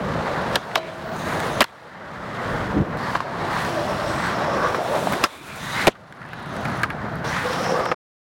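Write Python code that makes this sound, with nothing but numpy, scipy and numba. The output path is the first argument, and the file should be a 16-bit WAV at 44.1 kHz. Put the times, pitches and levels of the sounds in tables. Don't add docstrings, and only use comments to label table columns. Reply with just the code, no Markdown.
import sys
import numpy as np
from scipy import signal
from scipy.io import wavfile
from scipy.ndimage import uniform_filter1d
from numba import njit

SR = 44100
rng = np.random.default_rng(int(sys.argv[2]) if len(sys.argv) > 2 else 0)


def makeup_ratio(level_db):
    decades = np.asarray(level_db, float) / 20
    return 10 ** decades


def unload_wav(signal):
    wavfile.write(
        sys.argv[1],
        SR,
        np.round(np.clip(np.atleast_2d(signal).T, -1, 1) * 32767).astype(np.int16),
    )


N = 370440

SCENE_CHANGES = [
    2.97,
    7.243,
]

# time in seconds,
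# nearness in dB, weight on the deck in dB, bite of the surface in dB.
SLIDE = [
    (0, -32, 2.5, 1.5),
    (.45, -29.5, 3, 3),
    (.54, -27.5, 0.5, 7),
    (.62, -25.5, 0, 6),
    (.8, -29.5, 5.5, 12),
    (1.06, -31, 0.5, 8),
    (1.2, -30, 1.5, 5),
    (1.42, -30, 1.5, 12.5),
    (1.6, -30.5, 2, 12.5),
]
RIDE_AWAY = [
    (1.65, -25, -1.5, 15),
    (2.0, -27, -2, 0.5),
    (2.47, -28.5, -0.5, 2),
    (2.72, -31, 1, 2),
    (2.86, -38.5, 6.5, -3),
    (2.95, -33.5, 4, -12),
]
APPROACH = [
    (2.98, -31, 0, 4.2),
    (3.14, -28, -6.5, 7.6),
    (3.3, -27, 0.5, 1),
    (3.61, -26, -5, 12.8),
    (3.8, -31, 4, 12),
    (4.25, -27, -5, 10),
    (4.49, -29.5, 5, 4.6),
    (5.0, -34.5, 8.5, 23.2),
    (5.22, -27.5, -0.5, 15),
]
JUMP = [
    (5.27, -20, -4, 16),
    (5.4, -30.5, -2, 25.6),
    (5.75, -23, -9, 17.5),
    (5.86, -24.5, -4.5, 15.6),
]
LANDED = [
    (5.909, -30.5, 2.5, 14),
    (6.2, -28, -6.5, -7),
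    (6.59, -30, 0.5, 2.5),
    (6.81, -29.5, -5.5, -2.5),
    (6.9, -31, -1, -8),
    (7.235, -35, -1.5, -11),
]
RUN_UP = [
    (7.25, -27.5, -2.5, 10),
    (7.39, -29.5, -12, 13),
    (7.63, -27.5, -0.5, 13),
    (7.8, -30.5, 3.5, 10.6),
    (7.9, -35, 5, 2.8),
]

# start in seconds, deck ring in Hz,
# wheel ring in Hz, bearing ring in Hz.
STANCES = [
    (0, 512, 1140, 3730),
    (.56, 653, 1280, 3900),
    (1.15, 572, 1165, 3950),
    (1.62, 594, 1410, 3760),
    (2.97, 688, 1130, 4200),
    (3.9, 584, 1180, 4100),
    (5.25, 660, 1350, 3630),
    (5.88, 663, 1370, 3730),
    (7.25, 530, 1346, 4270),
    (7.5, 508, 1276, 5280),
]

# centre in Hz, width in Hz, level in dB.
WHEELS = [
    (909, 394, 5),
    (1200, 180, 3),
    (1550, 604, 5),
    (1870, 2200, -9),
]
# centre in Hz, width in Hz, level in dB.
GRIT = [
    (7340, 8000, 15),
    (11400, 7800, 16),
    (13280, 7800, 13),
    (16270, 1900, -1),
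]

# start in seconds, peak in dB, ring in Hz,
# crack in dB, decay by 60 dB in seconds.
SNAPS = [
    (0.5564, -16, 3900, 0, 0.009),
    (0.5575, -15.5, 900, -3, 0.027),
    (0.7558, -19, 2260, 2, 0.009),
    (0.7568, -16, 1000, -7, 0.018),
    (0.757, -17, 650, -10, 0.022),
    (1.6062, -7, 1000, -0.5, 0.026),
    (1.611, -17, 1900, -6.5, 0.04),
    (1.607, -8, 620, -20, 0.035),
]
SLAMS = [
    (5.2385, -11.5, 1144, 1.5, 0.026),
    (5.87, -7, 2640, -3, 0.0051),
    (5.8712, -1.5, 650, -15.5, 0.034),
    (5.8765, -8, 564, -5.5, 0.025),
]
# start in seconds, peak in dB, ring in Hz,
# crack in dB, decay by 60 dB in seconds.
KNOCKS = [(0.713, -31, 1880, -23.5, 0.023), (0.774, -22.5, 654, -10, 0.061), (1.619, -11, 1500, -6, 0.01),
          (1.626, -9, 1304, -14, 0.011), (1.6415, -21, 1400, 2, 0.016), (1.643, -22, 900, -8, 0.022),
          (1.6495, -27, 950, -10, 0.012), (1.613, -12, 800, -8, .02), (1.629, -21, 2900, -10, .016),
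          (3.1522, -13, 900, -30, 0.011), (3.2042, -12, 1040, -32, 0.014), (4.745, -14, 1160, -38, 0.031),
          (5.0705, -13.5, 660, -22, 0.027), (5.123, -15.5, 673, -10, 0.018), (5.135, -21, 1000, -10, 0.03),
          (5.132, -19, 1500, -6, 0.03), (5.2405, -15, 5090, -20, 0.03), (5.883, -4, 513, -8, 0.0048),
          (5.873, -8, 1150, -15, 0.025), (5.886, -16, 638, -6.5, 0.015), (6.3322, -24, 1550, -20, 0.02),
          (6.1245, -30, 1650, -20, 0.014), (6.217, -30, 1400, -25, 0.015), (6.252, -34, 1800, -15, .015),
          (6.6535, -16, 1500, -30, 0.023), (6.8332, -9, 1590, -29, 0.019),
          (6.8372, -14.5, 1250, -30, 0.036), (6.9025, -20, 1640, -25, 0.026),
          (7.364, -16.5, 1260, -26, 0.049), (7.448, -20, 494, -35.5, 0.049), (7.856, -17, 750, -20, 0.04),
          (7.858, -19, 1250, -12, 0.03), (7.795, -17, 800, -20, .02), (7.915, -15, 493, -32, 0.035),
          (7.9152, -13, 1250, -28, 0.027), (7.92, -17, 1280, -25, 0.012), (0.751, -28, 3440, -3, 0.03),
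          (0.5495, -18, 1420, -25, 0.018), (5.952, -38.5, 1200, -12, 0.04), (6.228, -34.5, 1900, -25, 0.02),
          (7.888, -22, 1110, -30, 0.017), (4.748, -20, 453, -30, 0.031), (3.1548, -10, 1100, -35, 0.014),
          (5.244, -14.5, 1350, -12, 0.033)]
# pitch in Hz, level in dB, decay by 60 dB in seconds.
RAIL = [
    (345, -6, 1.5),
    (646, 0, 2),
    (975, -8, .6),
    (1740, -8, .4),
    (2300, -11, .6),
    (2930, -10, .33),
    (3135, -4, .25),
    (3975, -3, .25),
]
# start in seconds, peak in dB, bright click in Hz, wheel ring in dB.
STONES = [(.5566, -12, 11500, -20), (.5605, -28, 6000, -20), (.7562, -21, 7000, -20), (1.166, -32, 3800, 2),
          (1.395, -25, 4000, 2), (1.402, -23, 6000, 3), (2.9725, -40, 11900, -20), (3.095, -40, 4000, -6),
          (3.1515, -32, 5000, -15.5), (3.17, -44, 11000, -20), (3.2055, -41, 6000, 0),
          (3.649, -22, 3500, 4.5), (4.751, -36, 5000, 5), (5.1243, -18, 16500, -8), (5.134, -26, 16000, -5),
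          (5.1246, -27, 7000, 0), (5.138, -26, 9000, 3), (5.158, -38, 7000, -5), (5.214, -35, 8000, -10),
          (5.221, -35, 9000, -10), (6.837, -33, 9000, -10), (5.896, -40, 10000, -10),
          (6.1245, -43, 8000, 0), (6.2165, -53, 9000, 5), (4.822, -36, 10000, -10),
          (6.8335, -24, 4600, -10), (6.251, -48, 7000, 5), (6.263, -49, 8500, 5), (6.289, -47, 10000, 12),
          (6.3322, -44, 13000, 16), (6.338, -43, 15000, 5), (6.402, -44, 13000, 0), (6.556, -42, 8000, 0),
          (6.566, -34, 9000, 7), (6.611, -38, 13000, -6), (6.653, -29, 8000, 10), (6.683, -34, 7000, -2),
          (6.6996, -34, 7000, -2), (6.662, -37, 10000, 0), (6.54, -42, 12000, 0), (6.46, -42, 6000, 0),
          (6.718, -35, 8000, 0), (6.768, -36, 6500, 0), (6.8328, -19.5, 6500, -7), (6.842, -33, 11000, 2),
          (6.9024, -33, 10000, 9), (7.156, -32, 9000, 3), (7.855, -30, 7000, 0), (7.9155, -37, 5500, -3),
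          (1.6203, -12, 9050, -4), (1.628, -26, 8000, 0), (1.6418, -21, 6500, -6)]

# start in seconds, end in seconds, pitch in Hz, level in dB.
HUMS = [(3.62, 3.92, 334, -35.5), (3.38, 3.55, 340, -36), (4.55, 4.7, 1140, -33), (4.55, 4.72, 1500, -36),
        (4.8, 4.86, 700, -31), (4.9, 5.03, 760, -35), (3.9, 4.35, 330, -40), (4.83, 5.06, 530, -31),
        (3.65, 4.29, 606, -30.5), (4.4, 4.56, 590, -31), (4.54, 4.78, 520, -31), (4.44, 4.78, 1159, -30.5),
        (4.2, 4.36, 1520, -35), (4.95, 5.15, 690, -39), (5.68, 5.83, 980, -38), (7.22, 7.3, 455, -34),
        (7.42, 7.6, 505, -32), (7.54, 7.93, 504.7, -28), (7.723, 7.87, 1152, -29.5), (7.3, 7, 10000, -66)]
# start in seconds, end in seconds, pitch in Hz, level in dB.
RASPS = [(.1, .56, 3900, -54), (.57, .66, 3600, -49), (1.2, 1.45, 3900, -51), (1.46, 1.61, 3650, -46),
         (2.97, 3.14, 1750, -37), (1.72, 2.3, 1900, -54), (2.1, 2.8, 1900, -44), (3.452, 3.72, 1790, -36),
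         (3.448, 5.1, 5420, -47.5), (6.243, 6.83, 1550, -46), (7.23, 7.453, 5750, -44),
         (7.4, 7.83, 5440, -42), (7.62, 7.9, 763, -31)]
# start in seconds, end in seconds, centre in Hz, level in dB.
SCRAPES = [(.76, .92, 2300, -43), (.78, .95, 3200, -50), (.565, .63, 5500, -54), (.76, .79, 4000, -36.5),
           (4.16, 4.37, 1700, -31.5), (2.97, 3.15, 1050, -36), (5.08, 5.26, 5200, -52),
           (1.15, 1.6, 9400, -53), (1.2, 1.604, 1810, -37.5), (4.25, 4.7, 216, -33.5),
           (4.98, 5.17, 212, -29.5), (5.45, 5.58, 1490, -41.5), (5.66, 5.92, 1550, -33.5),
           (6.24, 6.85, 3260, -53), (7.29, 7.47, 1870, -28.5), (7.5, 7.8, 189, -32.5),
           (5.28, 5.62, 300, -48), (5.74, 5.88, 1800, -34), (1.645, 1.71, 2000, -50),
           (1.645, 1.7, 3200, -54), (5.885, 5.94, 3000, -48), (5.885, 5.93, 6000, -56),
           (6.24, 6.45, 2700, -52), (1.08, 1.61, 12500, -56), (1.1, 1.61, 7700, -54),
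           (4.5, 4.75, 1350, -36)]
# start in seconds,
# end in seconds, first pitch in Hz, last pitch in Hz, level in dB.
SWEEPS = [(4.5, 5.58, 3500, 3600, -49.5), (5.56, 5.78, 3500, 3900, -44), (5.7, 5.91, 3750, 4200, -40),
          (5.42, 5.62, 2500, 2300, -45), (5.58, 5.76, 1800, 2000, -39), (5.72, 5.9, 1950, 2300, -33),
          (5.28, 5.45, 2300, 2400, -49), (1.13, 1.5, 3750, 3900, -48), (5.55, 5.9, 6200, 6460, -49.5),
          (5.7, 5.9, 4500, 4700, -50), (1.1, 1.52, 6400, 6600, -50.5), (1.5, 1.62, 6200, 6300, -48.5),
          (1.1, 1.5, 9100, 9300, -55), (1.42, 1.62, 9400, 11000, -54), (.98, 1.2, 13900, 13600, -66),
          (0.95, 1.62, 15000, 15600, -62), (4.02, 4.36, 8000, 8100, -50.5), (2.97, 3.17, 11500, 11700, -67),
          (2.96, 3.17, 4300, 4600, -51), (4.54, 4.72, 1480, 1490, -34), (4.78, 4.9, 690, 740, -29.5),
          (4.88, 5.06, 620, 534, -29), (7.78, 7.95, 5300, 5300, -45), (6.22, 6.85, 3900, 3740, -57),
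          (6.45, 6.85, 6100, 6400, -58)]
# ring in Hz, width in Hz, level in dB.
BEARING_RATTLE = [
    (6500, 1800, -6),
    (10000, 1400, 4),
    (14800, 2500, -3.5),
]

# start in seconds, peak in dB, centre in Hz, length in seconds.
LOW_THUMPS = [(2.522, -31, 127, 0.037), (2.685, -22.5, 323, 0.023), (2.732, -18, 215, 0.019),
              (2.741, -18, 240, 0.023), (2.757, -11.5, 245, 0.027), (2.776, -12.5, 280, 0.021),
              (2.79, -21, 275, 0.034), (2.797, -12.5, 144, 0.0317), (2.809, -18, 320, 0.018),
              (2.765, -20, 380, .03), (2.815, -20, 380, .02), (5.872, -14, 290, .025), (2.5, -24.5, 55, 0.114),
              (2.63, -29, 63.7, .12), (2.74, -19.5, 79, 0.11), (5.864, -14, 280, 0.035),
              (5.862, -22.5, 90, .028), (1.603, -16.5, 330, .025), (1.606, -14, 750, .016)]
# centre in Hz, width in Hz, level in dB.
RUMBLE = [
    (27.9, 45, -23.5),
    (70, 65, -8.5),
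    (136.6, 86, 1.5),
    (195, 121, 1.5),
]
# time in seconds, level in dB.
BREEZE = [(0, 3.5), (.3, 0.5), (1.1, 0), (1.9, -2), (2.3, 0.5), (2.95, 3.5), (3.0, -0.5), (4.8, -0.5),
          (5.3, -3.5), (5.7, 2.5), (6.1, 0), (6.5, 1), (7.2, -0.5), (7.3, -0.5), (7.9, -6)]
# start in seconds, depth in dB.
DUCKS = [(0.567, 13.5), (.77, 15), (1.622, 25.5), (2.82, 3), (3.165, 7.5), (3.21, 10), (4.76, 4.5),
         (5.15, 4.5), (5.247, 20.5), (5.885, 23.5), (6.845, 7), (6.91, 6), (7.92, 11)]


def level(x, db=0):
    return x * makeup_ratio(db) / np.sqrt(np.mean(x ** 2) + 1e-30)


def unit_peak(x):
    return x / np.abs(x).max()


@njit
def svf(x, hz, width):
    y, b, l = np.empty(len(x)), 0., 0.
    for i in range(len(x)):
        g, k = np.tan(np.pi * hz[i] / SR), width / hz[i]
        v = (b + g * (x[i] - l)) / (1 + g * (g + k))
        b, l, y[i] = 2 * v - b, l + 2 * g * v, k * v
    return y


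def band(x, hz, width):
    return svf(x, np.clip(hz, 20, .45 * SR) * np.ones(len(x)), float(width))


def steep(x, hz, width):
    return level(band(band(x, hz, 1.68 * width), hz, 1.68 * width))


def body(x, modes):
    return level(sum((-1) ** k * makeup_ratio(db) * steep(x, hz, width) for k, (hz, width, db) in enumerate(modes)))


def walk(rate):
    k = int(SR / rate)
    held = np.repeat(rng.standard_normal(N // k + 1), k)
    return 1.63 * uniform_filter1d(uniform_filter1d(held, k), k)[:N]


def grit(scatter_db, flicker_db, rate):
    size = np.minimum(rng.exponential(size=N), 5.5)
    return rng.standard_normal(N) * makeup_ratio(scatter_db * size + flicker_db * walk(rate))


def add(out, s, x):
    i = int(s * SR)
    out[i:i + len(x)] += x[:N - i]


def curves(rows):
    s, *columns = np.transpose(rows)
    return [np.interp(np.arange(N) / SR, s, c) for c in columns]


def motion():
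    passes = [curves([*SLIDE, *RIDE_AWAY]), curves([*APPROACH, *JUMP, *LANDED]), curves(RUN_UP)]
    return np.choose(np.searchsorted(SCENE_CHANGES, np.arange(N) / SR), passes)


def stance():
    glide_s, drift = 0.04, 0.055
    s, *rings = np.transpose(STANCES)
    now = np.clip(np.searchsorted(s, np.arange(N) / SR) - 1, 0, None)
    return [uniform_filter1d(hz[now], int(glide_s * SR)) * (1 + drift * walk(5)) for hz in rings]


def rolling(near_db, weight_db, bite_db):
    deck_hz, wheel_hz, bearing_hz = stance()
    jolts = makeup_ratio(0.32 * walk(40))
    bumps = grit(scatter_db=1.0, flicker_db=-1.5, rate=19)

    wood = [(.58 * deck_hz, 50, -7), (deck_hz * (1 + .03 * walk(12)), 80, 0)]
    drum = makeup_ratio(-6) * body(bumps, wood)
    deck = drum + body(grit(scatter_db=2.5, flicker_db=1.5, rate=31), [(566, 427, 0)])

    tread = grit(scatter_db=3.0, flicker_db=1.0, rate=39)
    wheels = body(tread, WHEELS) + makeup_ratio(-7.5) * body(bumps, [(wheel_hz, 180, 0)])
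    wheels = signal.sosfilt(signal.butter(6, 2110, fs=SR, output="sos"), wheels)

    hiss = grit(scatter_db=3.0, flicker_db=1.0, rate=130)
    bearings = makeup_ratio(-8.0) * body(tread, [(bearing_hz, 800, 0)])
    bearings = bearings + body(hiss, [(2777, 1910, 11.5), (5550, 7500, -25.5)])
    sand = body(grit(scatter_db=3.5, flicker_db=1.0, rate=27), GRIT)

    board = makeup_ratio(near_db + weight_db) * level(deck) + makeup_ratio(near_db) * level(wheels)
    board = board + makeup_ratio(near_db - 13.5 + 0.36 * bite_db) * level(bearings)
    return jolts * (board + makeup_ratio(near_db - 31.5 + bite_db) * sand)


def blows(table, over_db, thud_db, clack=0.16, rattle=1.1):
    out, t = np.zeros(N), np.arange(SR // 8) / SR
    for s, db, hz, crack_db, t60 in table:
        noise = rng.standard_normal((4, len(t)))
        fall = np.minimum(t / .0004, 1) * makeup_ratio(-60 * (t / max(t60, .005)) ** 1.5)
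        ring = np.sin(2 * np.pi * hz * t) + rattle * steep(noise[0], 1.05 * hz, .4 * hz)
        ring = fall * (ring - clack * steep(noise[0], hz + 1000, 1300))
        crack = fall ** 2.7 * (steep(noise[1], 3090, 1900) + makeup_ratio(-12.5) * steep(noise[1], 9000, 7000))
        thud = fall ** 1.7 * steep(noise[2], 300, 210)
        echo = makeup_ratio(-28.5 - 60 * t / 0.049) * steep(noise[3], min(3.7 * hz, 4200), 2000)
        hit = unit_peak(ring) + makeup_ratio(crack_db) * unit_peak(crack) + makeup_ratio(thud_db) * unit_peak(thud) + echo
        add(out, s, makeup_ratio(db + over_db) * hit)
    return out


def board_hits():
    snaps = blows(SNAPS, over_db=9, thud_db=-16, clack=0.53)
    slams = blows(SLAMS, over_db=9, thud_db=-5.5)
    return snaps + slams + blows(KNOCKS, over_db=2, thud_db=-15.5, rattle=.7)


def rail():
    start_s, length_s, recovery_db_per_s = .757, .48, 26
    out, t = np.zeros(N), np.arange(SR) / SR
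    lift = makeup_ratio(recovery_db_per_s * t) * np.clip((length_s - t) / 0.11, 0, 1)
    for hz, db, t60 in RAIL:
        scrape = makeup_ratio(1.5 * walk(60)[:SR])
        decay = makeup_ratio(-34.5 + db - 60 * t / min(t60, 2))
        tone = np.sin(2 * np.pi * (hz * t + rng.random()))
        add(out, start_s, scrape * lift * decay * tone)
    return out


def stones():
    out, t = np.zeros(N), np.arange(600) / SR
    for s, db, hz, ring_db in STONES:
        noise = rng.standard_normal((2, len(t)))
        bright = band(noise[0] * np.exp(-t / 0.00073), hz, .8 * hz)
        ring = steep(noise[1], 1650, 370) * np.exp(-t / .003)
        add(out, s, makeup_ratio(db) * (unit_peak(bright) + makeup_ratio(ring_db) * unit_peak(ring)))
    return out


def drones():
    out, bumps = np.zeros(N), grit(scatter_db=1.5, flicker_db=2.0, rate=24)
    for table, sharpness in ((HUMS, 16), (RASPS, 9), (SCRAPES, 3.8)):
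        for start, end, hz, db in table:
            piece = bumps[int(start * SR):int(end * SR)]
            swell = signal.windows.tukey(len(piece), .6)
            add(out, start, makeup_ratio(db) * steep(piece, hz, hz / sharpness) * swell)
    return out


def sweeps():
    out, bumps = np.zeros(N), grit(scatter_db=1.0, flicker_db=1, rate=26)
    for start, end, from_hz, to_hz, db in SWEEPS:
        piece = bumps[int(start * SR):int(end * SR)]
        hz = np.linspace(from_hz, to_hz, len(piece))
        swell = signal.windows.tukey(len(piece), .5)
        add(out, start, makeup_ratio(db) * steep(piece, hz, from_hz / 9.8) * swell)
    return out


def bearing_rattle():
    from_s, to_s, clicks_per_s = 6.04, 6.95, 97
    t = np.arange(N) / SR
    clicks = (rng.random(N) < clicks_per_s / SR) * makeup_ratio(4 * np.minimum(rng.exponential(size=N), 3))
    puffs = signal.lfilter([1], [1, -np.exp(-1 / (.002 * SR))], clicks) + .6
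    on = np.clip(np.minimum(t - from_s, to_s - t) / .05, 0, 1)
    return on * makeup_ratio(-58) * body(puffs * rng.standard_normal(N), BEARING_RATTLE)


def low_thumps():
    out, t = np.zeros(N), np.arange(SR // 8) / SR
    for s, db, hz, length in LOW_THUMPS:
        puff = level(band(band(rng.standard_normal(len(t)), hz, 0.88 * hz), hz, 0.57 * hz))
        puff = puff * np.sin(np.pi * np.clip(t / length, 0, 1))
        add(out, s, makeup_ratio(db) * unit_peak(puff))
    return out


def rumble(weight_db):
    squeeze_db = 0.35 * np.maximum(weight_db, 0)
    gain_db = -30.5 + curves(BREEZE)[0] - squeeze_db + 0.5 * walk(13)
    return makeup_ratio(gain_db) * body(rng.standard_normal(N), RUMBLE)


def self_noise():
    return makeup_ratio(-68) * steep(rng.standard_normal(N), 12000, 9000)


def ducking():
    drop_s, creep_db_per_s = 0.03, 29
    t = np.arange(N) / SR
    pass_now = np.searchsorted(SCENE_CHANGES, t)
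    drops = []
    for s, db in DUCKS:
        same_pass = pass_now == np.searchsorted(SCENE_CHANGES, s)
        depth = np.maximum(db - creep_db_per_s * (t - s), 0)
        drops.append(-np.clip((t - s) / drop_s, 0, 1) * depth * same_pass)
    return np.min(drops, axis=0)


def scene():
    near_db, weight_db, bite_db = motion()
    steady = rolling(near_db, weight_db, bite_db) + bearing_rattle() + rumble(weight_db) + self_noise()
    hits = board_hits() + rail() + stones() + drones() + sweeps()
    return (makeup_ratio(ducking()) * steady + hits + low_thumps())[None]


def roll_off(x):
    return signal.sosfilt(signal.butter(12, 17860, fs=SR, output="sos"), x)


def record(dry):
    ceiling, end_s, fade_s = .43, 7.9465, .004
    mic = signal.sosfilt(signal.butter(2, 35.6, "high", fs=SR, output="sos"), dry)
    flat = np.clip(mic, -ceiling, ceiling)
    dull = signal.sosfiltfilt(signal.ellip(5, .2, 10, 16450, fs=SR, output="sos"), flat)
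    fade = np.clip((end_s - np.arange(N) / SR) / fade_s, 0, 1)
    return roll_off(dull * fade)


dry = scene()
out = record(dry)
unload_wav(out)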